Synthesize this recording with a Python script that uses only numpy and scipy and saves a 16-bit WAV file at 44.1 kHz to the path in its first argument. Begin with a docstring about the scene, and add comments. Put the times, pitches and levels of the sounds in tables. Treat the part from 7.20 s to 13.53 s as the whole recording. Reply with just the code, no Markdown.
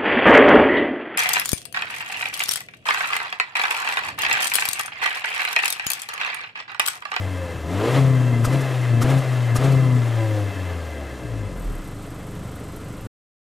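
"""A turbocharged four-cylinder car, heard from just under its tailpipe. From the start its firings boom
and ring the exhaust, gas rushes out with each one, and the steel silencer sings faintly. After a short
drone and a soft puff the engine is revved and the pipe barks. Three more blips follow, each with a sharp
spit. The engine then coasts down, droning twice, to a hissing, ticking idle, and the sound stops short."""
import sys
import numpy as np
from scipy import signal
from scipy.fft import rfft, irfft, next_fast_len
from scipy.io import wavfile

SR = 44100
rng = np.random.default_rng(int(sys.argv[2]) if len(sys.argv) > 2 else 0)


def output_pcm(signal):
    """Save a mono or channel-first signal as 16-bit PCM at the path in sys.argv[1].

    Samples are clipped to [-1, 1] before scaling.
    """
    pcm = np.clip(np.atleast_2d(signal).T, -1, 1) * 32767
    wavfile.write(sys.argv[1], SR, np.round(pcm).astype(np.int16))


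N = 279153
TIME = np.arange(N) / SR
FFT_SIZE = next_fast_len(N + SR // 4)
FREQ = np.maximum(np.arange(FFT_SIZE // 2 + 1) * SR / FFT_SIZE, 1)


def undb(db):
    """Amplitude ratio of a level in decibels."""
    return 10 ** (np.asarray(db) / 20)

def colour(points):
    """Frequency response interpolated through (frequency_hz, gain_db) points."""
    hz, db = np.transpose(points)
    return undb(np.interp(np.log(FREQ), np.log(hz), db))

def resonances(modes):
    """Modal superposition: damped modes (pitch_hz, bandwidth_hz, gain_db) add with alternating sign."""
    return sum((-1) ** k * undb(db) / (1 + 1j * (FREQ ** 2 - hz ** 2) / (FREQ * width))
               for k, (hz, width, db) in enumerate(modes))

def through(x, response):
    """Linear filtering: the spectrum is multiplied by a frequency response."""
    return irfft(rfft(x, FFT_SIZE) * response, FFT_SIZE)[:N]

def unit(x):
    """Normalisation to rms 1."""
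    return x / np.sqrt(np.mean(x ** 2))

def noise(response):
    """Filtered Gaussian noise of rms 1."""
    return unit(through(rng.standard_normal(N), response))

def walk(rate_hz):
    """Low-pass noise: a smooth random wander of rms 1."""
    return noise(np.exp(-(FREQ / rate_hz) ** 2))

def pulsation(cycles, decay, depth):
    """Amplitude modulation: a jump at each firing, decaying over a share of the cycle."""
    return unit(1 + depth * np.exp(-(cycles % 1) / decay))

def bump(centre_s, half_s):
    """Gaussian envelope of peak 1."""
    return np.exp(-((TIME - centre_s) / half_s) ** 2)

def burst(centre_s, rise_s, fall_s):
    """Exponential growth and decay, passing through 1/2 at the centre."""
    age = TIME - centre_s
    return np.exp(-np.logaddexp(-age / rise_s, age / fall_s))

def span(start_s, length_s, rise_s, fall_s):
    """Trapezoidal envelope, 0-1, that falls once the length is over."""
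    age = TIME - start_s
    return np.clip(age / rise_s, 0, 1) * np.clip(1 - (age - length_s) / fall_s, 0, 1)

# Throttle blips: start_s, length_s, top_firing_hz, opening_fraction
THROTTLE_BLIPS = [(0.456, 0.32, 135.9, 1.0), (1.24, 0.11, 135.8, 0.49), (1.8, 0.12, 135.1, 0.8),
                  (2.343, 0.12, 136.1, 0.69)]
def firing_rate(start_hz=98, idle_hz=24.32, catch_hz=3, coast_hz_per_s=45.5,
                late_s=3.3, late_hz_per_s=50.5):
    """Torque balance: blips speed the engine up and friction slows it until idle control catches it."""
    knots = [(0.00023, start_hz)]
    def coasted(until_s, hz_per_s):
        last_s, last_hz = knots[-1]
        return until_s, last_hz - hz_per_s * (until_s - last_s)
    for start_s, length_s, top_hz, _ in THROTTLE_BLIPS:
        knots += [coasted(start_s, coast_hz_per_s), (start_s + length_s, top_hz)]
    knots.append(coasted(late_s, coast_hz_per_s))
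    knots.append(coasted(TIME[-1], late_hz_per_s))
    free_hz = np.interp(TIME, *np.transpose(knots))
    return idle_hz + catch_hz * np.logaddexp(0, (free_hz - idle_hz) / catch_hz)

def airflow(fill_s=0.032, empty_s=.05):
    """First-order lag: the intake load, 0-1, builds with the throttle open and drains when it shuts."""
    load = np.zeros(N)
    for start_s, length_s, _, opening in THROTTLE_BLIPS:
        age = TIME - start_s
        filled = 1 - np.exp(-np.clip(age, 0, length_s) / fill_s)
        load += opening * filled * np.exp(-np.maximum(age - length_s, 0) / empty_s)
    return load

# Stretches under fuel: start_s, length_s
FUEL_BURNS = [(0.421, .95), (1.687, 0.28), (2.3, .46), (4.011, 2.62)]
def fuelling(rise_s=0.038, fall_s=0.084):
    """Combustion, 0-1: between burns the cylinders only pump air."""
    return np.clip(sum(span(*burn, rise_s, fall_s) for burn in FUEL_BURNS), 0, 1)

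def effort(state, idle_db, revs_db, fuel_db, load_db, bend):
    """Source level in dB: the idle level, a power law of speed, and terms for fuel and load."""
    revs, fuel, load = state
    return idle_db + revs_db * revs ** bend + revs * (fuel_db * fuel + load_db * load)

def firings(cycles, hz, fuel, cylinder_db=(3, -3, 1.5, -1.5), scatter_db=0.5, jitter_s=.00007):
    """Impulse train: one jittered pulse per firing; under fuel and at speed the cylinders are unequal."""
    onsets = np.flatnonzero(np.diff(np.floor(cycles)))
    scatter, jitter = rng.standard_normal((len(onsets), 2)).T
    imbalance = fuel[onsets] * hz[onsets] / hz.max()
    strength = undb(imbalance * np.resize(cylinder_db, len(onsets)) + scatter_db * scatter)
    mistimed = np.clip(onsets + (jitter_s * SR * jitter).astype(int), 0, N - 1)
    pulses = np.zeros(N)
    pulses[mistimed] = strength / np.sqrt(hz[onsets])
    return unit(pulses)

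# Base strength of the firing tone in the pipe: pitch_hz, level_db
BOOM_RESPONSE = [(24, -46.5), (29, -37.5), (38, -27.5), (47, -38), (66, -38), (85, -25.5), (97, -23.5),
                 (106, -19), (119, -17), (127, -17.5), (136, -15)]
# Brief dips of the boom: centre_s, half_length_s, gain_db
BOOM_DIPS = [(0.28, 0.023, -4), (0.648, 0.038, -14.5), (1.135, .1, -3), (1.435, 0.11, -5),
             (2.034, .03, -6.5), (2.409, .04, -2), (3.339, .035, -5)]
def boom_level(hz, state, fuel_db=4.5, load_db=-3, stagger_db=2.0):
    """Forced response in dB: the boom follows the pipe, grows with fuel and thins with the throttle."""
    revs, fuel, load = state
    pipe_db = np.interp(hz, *np.transpose(BOOM_RESPONSE))
    dips_db = sum(db * bump(centre_s, half_s) for centre_s, half_s, db in BOOM_DIPS)
    unsteady_db = stagger_db * (1 - revs) * walk(8.8)
    return pipe_db + fuel_db * fuel * revs + load_db * load + dips_db + unsteady_db

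# Base strength of the firing tone's octave in the pipe: pitch_hz, level_db
OCTAVE_RESPONSE = [(50, -61), (82, -51), (99, -28), (112, -26), (124, -33), (180, -39.5), (240, -27.5),
                   (272, -30)]
def boom(cycles, hz, fuel, boom_db, upper_db=-18, lower_db=-26, coast_octave_db=-14):
    """Periodic flow gives a tone and its octave; unequal cylinders add sidebands to the tone."""
    phase = 2 * np.pi * cycles
    tone = np.cos(phase) * undb(.35 * walk(30))
    sidebands = undb(upper_db) * np.cos(phase * 5 / 4) + undb(lower_db) * np.cos(phase * 3 / 4)
    octave_db = np.interp(2 * hz, *np.transpose(OCTAVE_RESPONSE))
    octave_db += coast_octave_db * (1 - fuel) + 2.2 * walk(5.6)
    return undb(boom_db) * (tone + fuel * sidebands) + undb(octave_db) * np.sin(2 * phase)

# Air-column modes of the exhaust pipe: pitch_hz, bandwidth_hz, gain_db
PIPE_MODES = [(269.5, 32.5, 2.5), (332, 37.3, 0.5), (420.5, 27.8, 0.5), (528.4, 30.3, -2.5),
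              (690, 55, -7.5), (780, 110, -17.5), (995, 55, -9.5), (1326, 71, -13.5)]
def exhaust(pulses, cycles, hz, fuel, wake_db=-8):
    """Standing waves: the pulses, hardest under fuel at speed, and their turbulent wake ring the pipe."""
    hardness = undb(-9 * (2.5 - fuel)) * np.interp(hz, [24, 100], [.5, 1])
    wake = undb(wake_db) * pulsation(cycles, decay=.3, depth=0.11) * rng.standard_normal(N)
    low_cut = colour([(130, -30.5), (200, -0.5), (240, -4)])
    return unit(through(hardness * pulses + wake, resonances(PIPE_MODES) * low_cut))

def buzz(cycles, fuel, top_harmonic=12, waver_db=2):
    """Swept resonance: harmonics swell as they cross the pipe's modes; the odd lead most when coasting."""
    even_gain = undb(-7 * (1.5 - fuel))
    harmonics = sum((1 if k % 2 else even_gain) * np.cos(2 * np.pi * k * cycles)
                    for k in range(3, top_harmonic + 1))
    tilt = colour([(200, -3.5), (290, 5), (350, 5.5), (430, 0.5), (560, 16), (740, 9.5), (1200, 5.5)])
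    return unit(through(harmonics * undb(waver_db * walk(30)), resonances(PIPE_MODES) * tilt))

def howl(cycles, pitch_hz=523, bandwidth_hz=45, top_harmonic=8):
    """Selective resonance: one narrow pipe mode sings whenever a harmonic slides through it."""
    harmonics = sum(np.cos(2 * np.pi * k * cycles) for k in range(4, top_harmonic + 1))
    return unit(through(harmonics, resonances([(pitch_hz, bandwidth_hz, 0)]) ** 2))

# Deep modes of the silencer's chambers: pitch_hz, bandwidth_hz, gain_db
CHAMBER_MODES = [(32.47, 30, -12), (78, 8.9, -1.5), (109.76, 20, 1), (190.4, 47, -7)]
def burble(pulses, cycles, delay_s=.012):
    """Cavity resonance: firings and churning gas drive the chambers; dispersion delays low notes most."""
    churn = pulsation(cycles, decay=0.43, depth=0.67) * rng.standard_normal(N)
    reference_hz = CHAMBER_MODES[2][0]  # the group delay equals delay_s here
    dispersion = np.exp(-2j * np.pi * delay_s * reference_hz * np.log(FREQ))
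    return unit(through(pulses + churn, resonances(CHAMBER_MODES) * dispersion))

# Spectra of the escaping gas, rush and hiss: frequency_hz, density_db
RUSH_SPECTRUM = [(150, -26.5), (260, -0.5), (430, 0.5), (600, 1.5), (850, -1.5), (1050, -4), (1300, -3.5),
                 (1480, -8), (2100, -8.5), (2400, -11.5), (3300, -13.5), (4500, -21.5), (9000, -48.5)]
HISS_SPECTRUM = [(1000, -21.5), (2500, -3), (4200, 1.5), (6500, 1), (8000, 0.5), (10500, -4), (12500, -7.5),
                 (15000, -12)]
def gas(cycles, rush_db, hiss_db):
    """Jet noise: turbulence leaves the pipe in puffs, a throaty rush under a smoother hiss."""
    rush_envelope = pulsation(cycles, decay=0.28, depth=0.27) * undb(rush_db + 0.96 * walk(45))
    rush = noise(colour(RUSH_SPECTRUM)) * rush_envelope
    hiss = noise(colour(HISS_SPECTRUM)) * pulsation(cycles, decay=.5, depth=.25)
    return rush + hiss * undb(hiss_db + .5 * walk(25))

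# Modes of the silencer's steel wall: pitch_hz, bandwidth_hz, gain_db
STEEL_MODES = [(1594, 18, -2), (1732, 26, -2), (1908, 18, -6), (2027, 16, -4), (2063, 26, -2.5),
               (2616, 20, -5), (2703, 20, -8), (3210, 70, -14)]
def shell(cycles, hz, level_db=-42, doubling_db=6.5):
    """Flow-induced vibration: the steel rings faintly, louder with each doubling of speed."""
    flow = pulsation(cycles, decay=0.33, depth=.5) * rng.standard_normal(N)
    ring = unit(through(flow, resonances(STEEL_MODES)))
    return ring * undb(level_db + doubling_db * np.log2(hz / 110) + 1.2 * walk(6))

def whistle(hz, fuel, pitch_hz=14100, bandwidth_hz=130):
    """Narrow-band flow noise: air whistles thinly past the closed throttle as the revs run down."""
    strength = (1 - fuel) * np.interp(hz, [60, 100.4, 110.6, 117.2], [0.33, 0.69, 0.92, 0.021])
    return undb(-63) * strength * noise(resonances([(pitch_hz, bandwidth_hz, 0)]))

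def underbody(x, decay_s=0.017):
    """Reverberation: dense reflections between the road and the floor of the car."""
    tail = rng.standard_normal(N) * np.exp(-TIME / decay_s)
    reflections = rfft(tail / np.sqrt(np.sum(tail ** 2)), FFT_SIZE)
    return through(x, reflections * colour([(50, 8.5), (120, -8), (300, -2), (4000, -5.5)]))

# Drones of the coasting pipe: start_s, length_s, buzz_lift_db, howl_lift_db, hiss_lift_db
PIPE_DRONES = [(0.108, .18, -1, 10, -0.2), (2.915, 0.29, 9.5, 12, 1.5), (3.7, 0.14, 9, 9.5, -1)]
def drones(rise_s=.13, fall_s=0.076):
    """Slow amplitude modulation: the lifts of buzz, howl and hiss while the pipe drones, in dB."""
    envelopes = np.array([span(*drone[:2], rise_s, fall_s) for drone in PIPE_DRONES])
    lifts_db = np.array(PIPE_DRONES)[:, 2:]
    return lifts_db.T @ envelopes

# One soft puff before the first blip: centre_s, gain_db
TAILPIPE_PUFF = (.33, -29.5)
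def puff(rise_s=.005, fall_s=.045):
    """Transient excitation: a puff of gas sounds the low modes of the silencer's chambers."""
    centre_s, gain_db = TAILPIPE_PUFF
    return undb(gain_db) * noise(resonances(CHAMBER_MODES)) * burst(centre_s, rise_s, fall_s)

# The bark as the first blip takes hold: centre_s, half_length_s, gain_db
PIPE_BARK = (0.673, .05, -24)
def bark(pulses, pitch_hz=420, bandwidth_hz=130):
    """Impulse excitation: hard firings ring one pipe resonance for an instant."""
    centre_s, half_s, gain_db = PIPE_BARK
    ring = unit(through(pulses, resonances([(pitch_hz, bandwidth_hz, 0)]) ** 2))
    return undb(gain_db) * ring * bump(centre_s, half_s)

# Spits just after each of the last three blips opens: time_s, hiss_db, crack_db, thump_db
BLIP_SPITS = [(1.254, -30.5, -26.5, -18.5), (1.825, -29.5, -25, -20), (2.365, -30, -28.5, -20.5)]
def spits(crack_lead_s=0.00367, thump_lag_s=0.023, thump_hz=44, flutter_s=0.08):
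    """Pressure transient: a slug of gas cracks, hisses and thumps, then the turbo flutters twice."""
    hiss = noise(colour([(2500, -10.5), (3800, -5.5), (4800, -1), (7500, -1), (11000, -3),
                         (15000, -13.5)]))
    crack = noise(colour([(150, -8), (400, -2), (800, -6), (1250, 5), (1700, -7.5), (3500, -18.5),
                          (7000, -36.5)]))
    out = np.zeros(N)
    for time_s, hiss_db, crack_db, thump_db in BLIP_SPITS:
        out += undb(crack_db) * crack * bump(time_s - crack_lead_s, half_s=0.0095)
        # the spit itself, then two weaker flutters
        for k, (hiss_drop_db, thump_drop_db) in enumerate([(0, 0), (11, 16), (11, 16)]):
            chuff_s = time_s + k * flutter_s
            thump_s = chuff_s + thump_lag_s
            chuff = 2 * hiss * burst(chuff_s, rise_s=0.0061, fall_s=0.0072)
            thump = np.cos(2 * np.pi * thump_hz * (TIME - thump_s)) * bump(thump_s, half_s=0.0077)
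            out += undb(hiss_db - hiss_drop_db) * chuff + undb(thump_db - thump_drop_db) * thump
    return out

def stumble(dip_db=-9, lag_s=0.012, half_s=0.0076):
    """Interrupted excitation: the boom dips as the firings falter at each spit, in dB."""
    return dip_db * sum(bump(time_s + lag_s, half_s) for time_s, *_ in BLIP_SPITS)

def idle_hiss(centre_hz=8100, bandwidth_hz=1300, level_db=-61, start_s=3.75, rise_s=0.71):
    """Band-limited noise: a thin steady hiss comes up as the engine nears its idle."""
    hiss = noise(resonances([(centre_hz, bandwidth_hz, 0)]) ** 2)
    return undb(level_db) * hiss * np.clip((TIME - start_s) / rise_s, 0, 1)

# Spectrum of an injector's tick: frequency_hz, density_db
TICK_SPECTRUM = [(3000, -26), (6500, -10), (8150, 7.5), (9500, -3), (11800, 6.5), (12800, -8), (14200, 3),
                 (15500, -26)]
def injectors(cycles, hz, level_db=-55, uneven_db=1.8, offset_cycles=0.26, rise_s=.0012, decay_s=.012):
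    """Damped transients: the injectors tick brightly, once per firing."""
    age = (cycles + offset_cycles) % 1 / hz
    envelope = unit(np.exp(-age / decay_s) * (1 - np.exp(-age / rise_s)))
    return undb(level_db + uneven_db * walk(17.9)) * noise(colour(TICK_SPECTRUM)) * envelope

def valve_gear(cycles, centre_hz=1350, bandwidth_hz=420, level_db=-54):
    """Impact noise: the valve gear patters dully, once per firing."""
    patter = noise(resonances([(centre_hz, bandwidth_hz, 0)]) ** 2)
    return undb(level_db) * patter * pulsation(cycles, decay=.3, depth=1.296)

# Pressure around the tailpipe: frequency_hz, left_minus_right_db
TAILPIPE_BALANCE = [(38, -3), (65, 0), (95, 4), (125, 5.3), (370, 1.2), (700, .8), (1300, 2.4), (2300, 2.1),
                    (4300, .3)]
def stereo(car, hz, width_db=-21):
    """Interaural level difference: above idle the sound leans left, towards the tailpipe."""
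    ratio = colour(TAILPIPE_BALANCE)
    lean = np.clip((hz - hz.min()) / 12, 0, 1)
    side = lean * through(car, (ratio - 1) / (ratio + 1)) + undb(width_db) * underbody(car)
    return np.array([car + side, car - side])

def scene(echo_db=-11, ticks_from_s=4.36):
    """Superposition: the sources add, and the crankshaft keeps all the periodic ones in step."""
    hz = firing_rate()
    fuel = fuelling()
    revs = (hz - hz.min()) / np.ptp(hz)
    state = revs, fuel, airflow()
    pipe_db = effort(state, idle_db=-42.5, revs_db=2, fuel_db=8, load_db=4.5, bend=1.3)
    burble_db = effort(state, idle_db=-35, revs_db=-7, fuel_db=7, load_db=1.5, bend=.45)
    buzz_db = effort(state, idle_db=-58, revs_db=19.5, fuel_db=0.5, load_db=6, bend=0.54)
    howl_db = effort(state, idle_db=-60, revs_db=16, fuel_db=-5.5, load_db=4, bend=.4)
    rush_db = effort(state, idle_db=-45, revs_db=13, fuel_db=-4, load_db=13, bend=1.4)
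    hiss_db = effort(state, idle_db=-54, revs_db=9, fuel_db=-1.2, load_db=7, bend=1.53)
    buzz_lift_db, howl_lift_db, hiss_lift_db = drones()
    cycles = np.cumsum(hz * (1 + 0.0025 * walk(19))) / SR  # one cycle per firing
    pulses = firings(cycles, hz, fuel)
    car = boom(cycles, hz, fuel, boom_level(hz, state) + stumble())
    car += undb(pipe_db) * exhaust(pulses, cycles, hz, fuel)
    car += undb(burble_db) * burble(pulses, cycles) + puff()
    car += undb(buzz_db + buzz_lift_db) * buzz(cycles, fuel)
    car += undb(howl_db + howl_lift_db + 2 * walk(25)) * howl(cycles) + bark(pulses)
    car += gas(cycles, rush_db, hiss_db + hiss_lift_db) + shell(cycles, hz) + whistle(hz, fuel)
    car += (injectors(cycles, hz) + valve_gear(cycles)) * (TIME > ticks_from_s) + idle_hiss()
    car += undb(echo_db) * underbody(car) + spits()
    return stereo(car, hz)

def record(dry, stop_s=5.868, fade_s=.004, cutoff_hz=15000):
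    """Gating and low-pass filtering: the sound stops short and its highest treble is cut."""
    gate = np.clip((stop_s - TIME) / fade_s + 1, 0, 1)
    low_pass = signal.ellip(10, .2, 80, cutoff_hz, fs=SR, output="sos")
    return signal.sosfilt(low_pass, dry * gate)


dry = scene()
out = record(dry)
output_pcm(out)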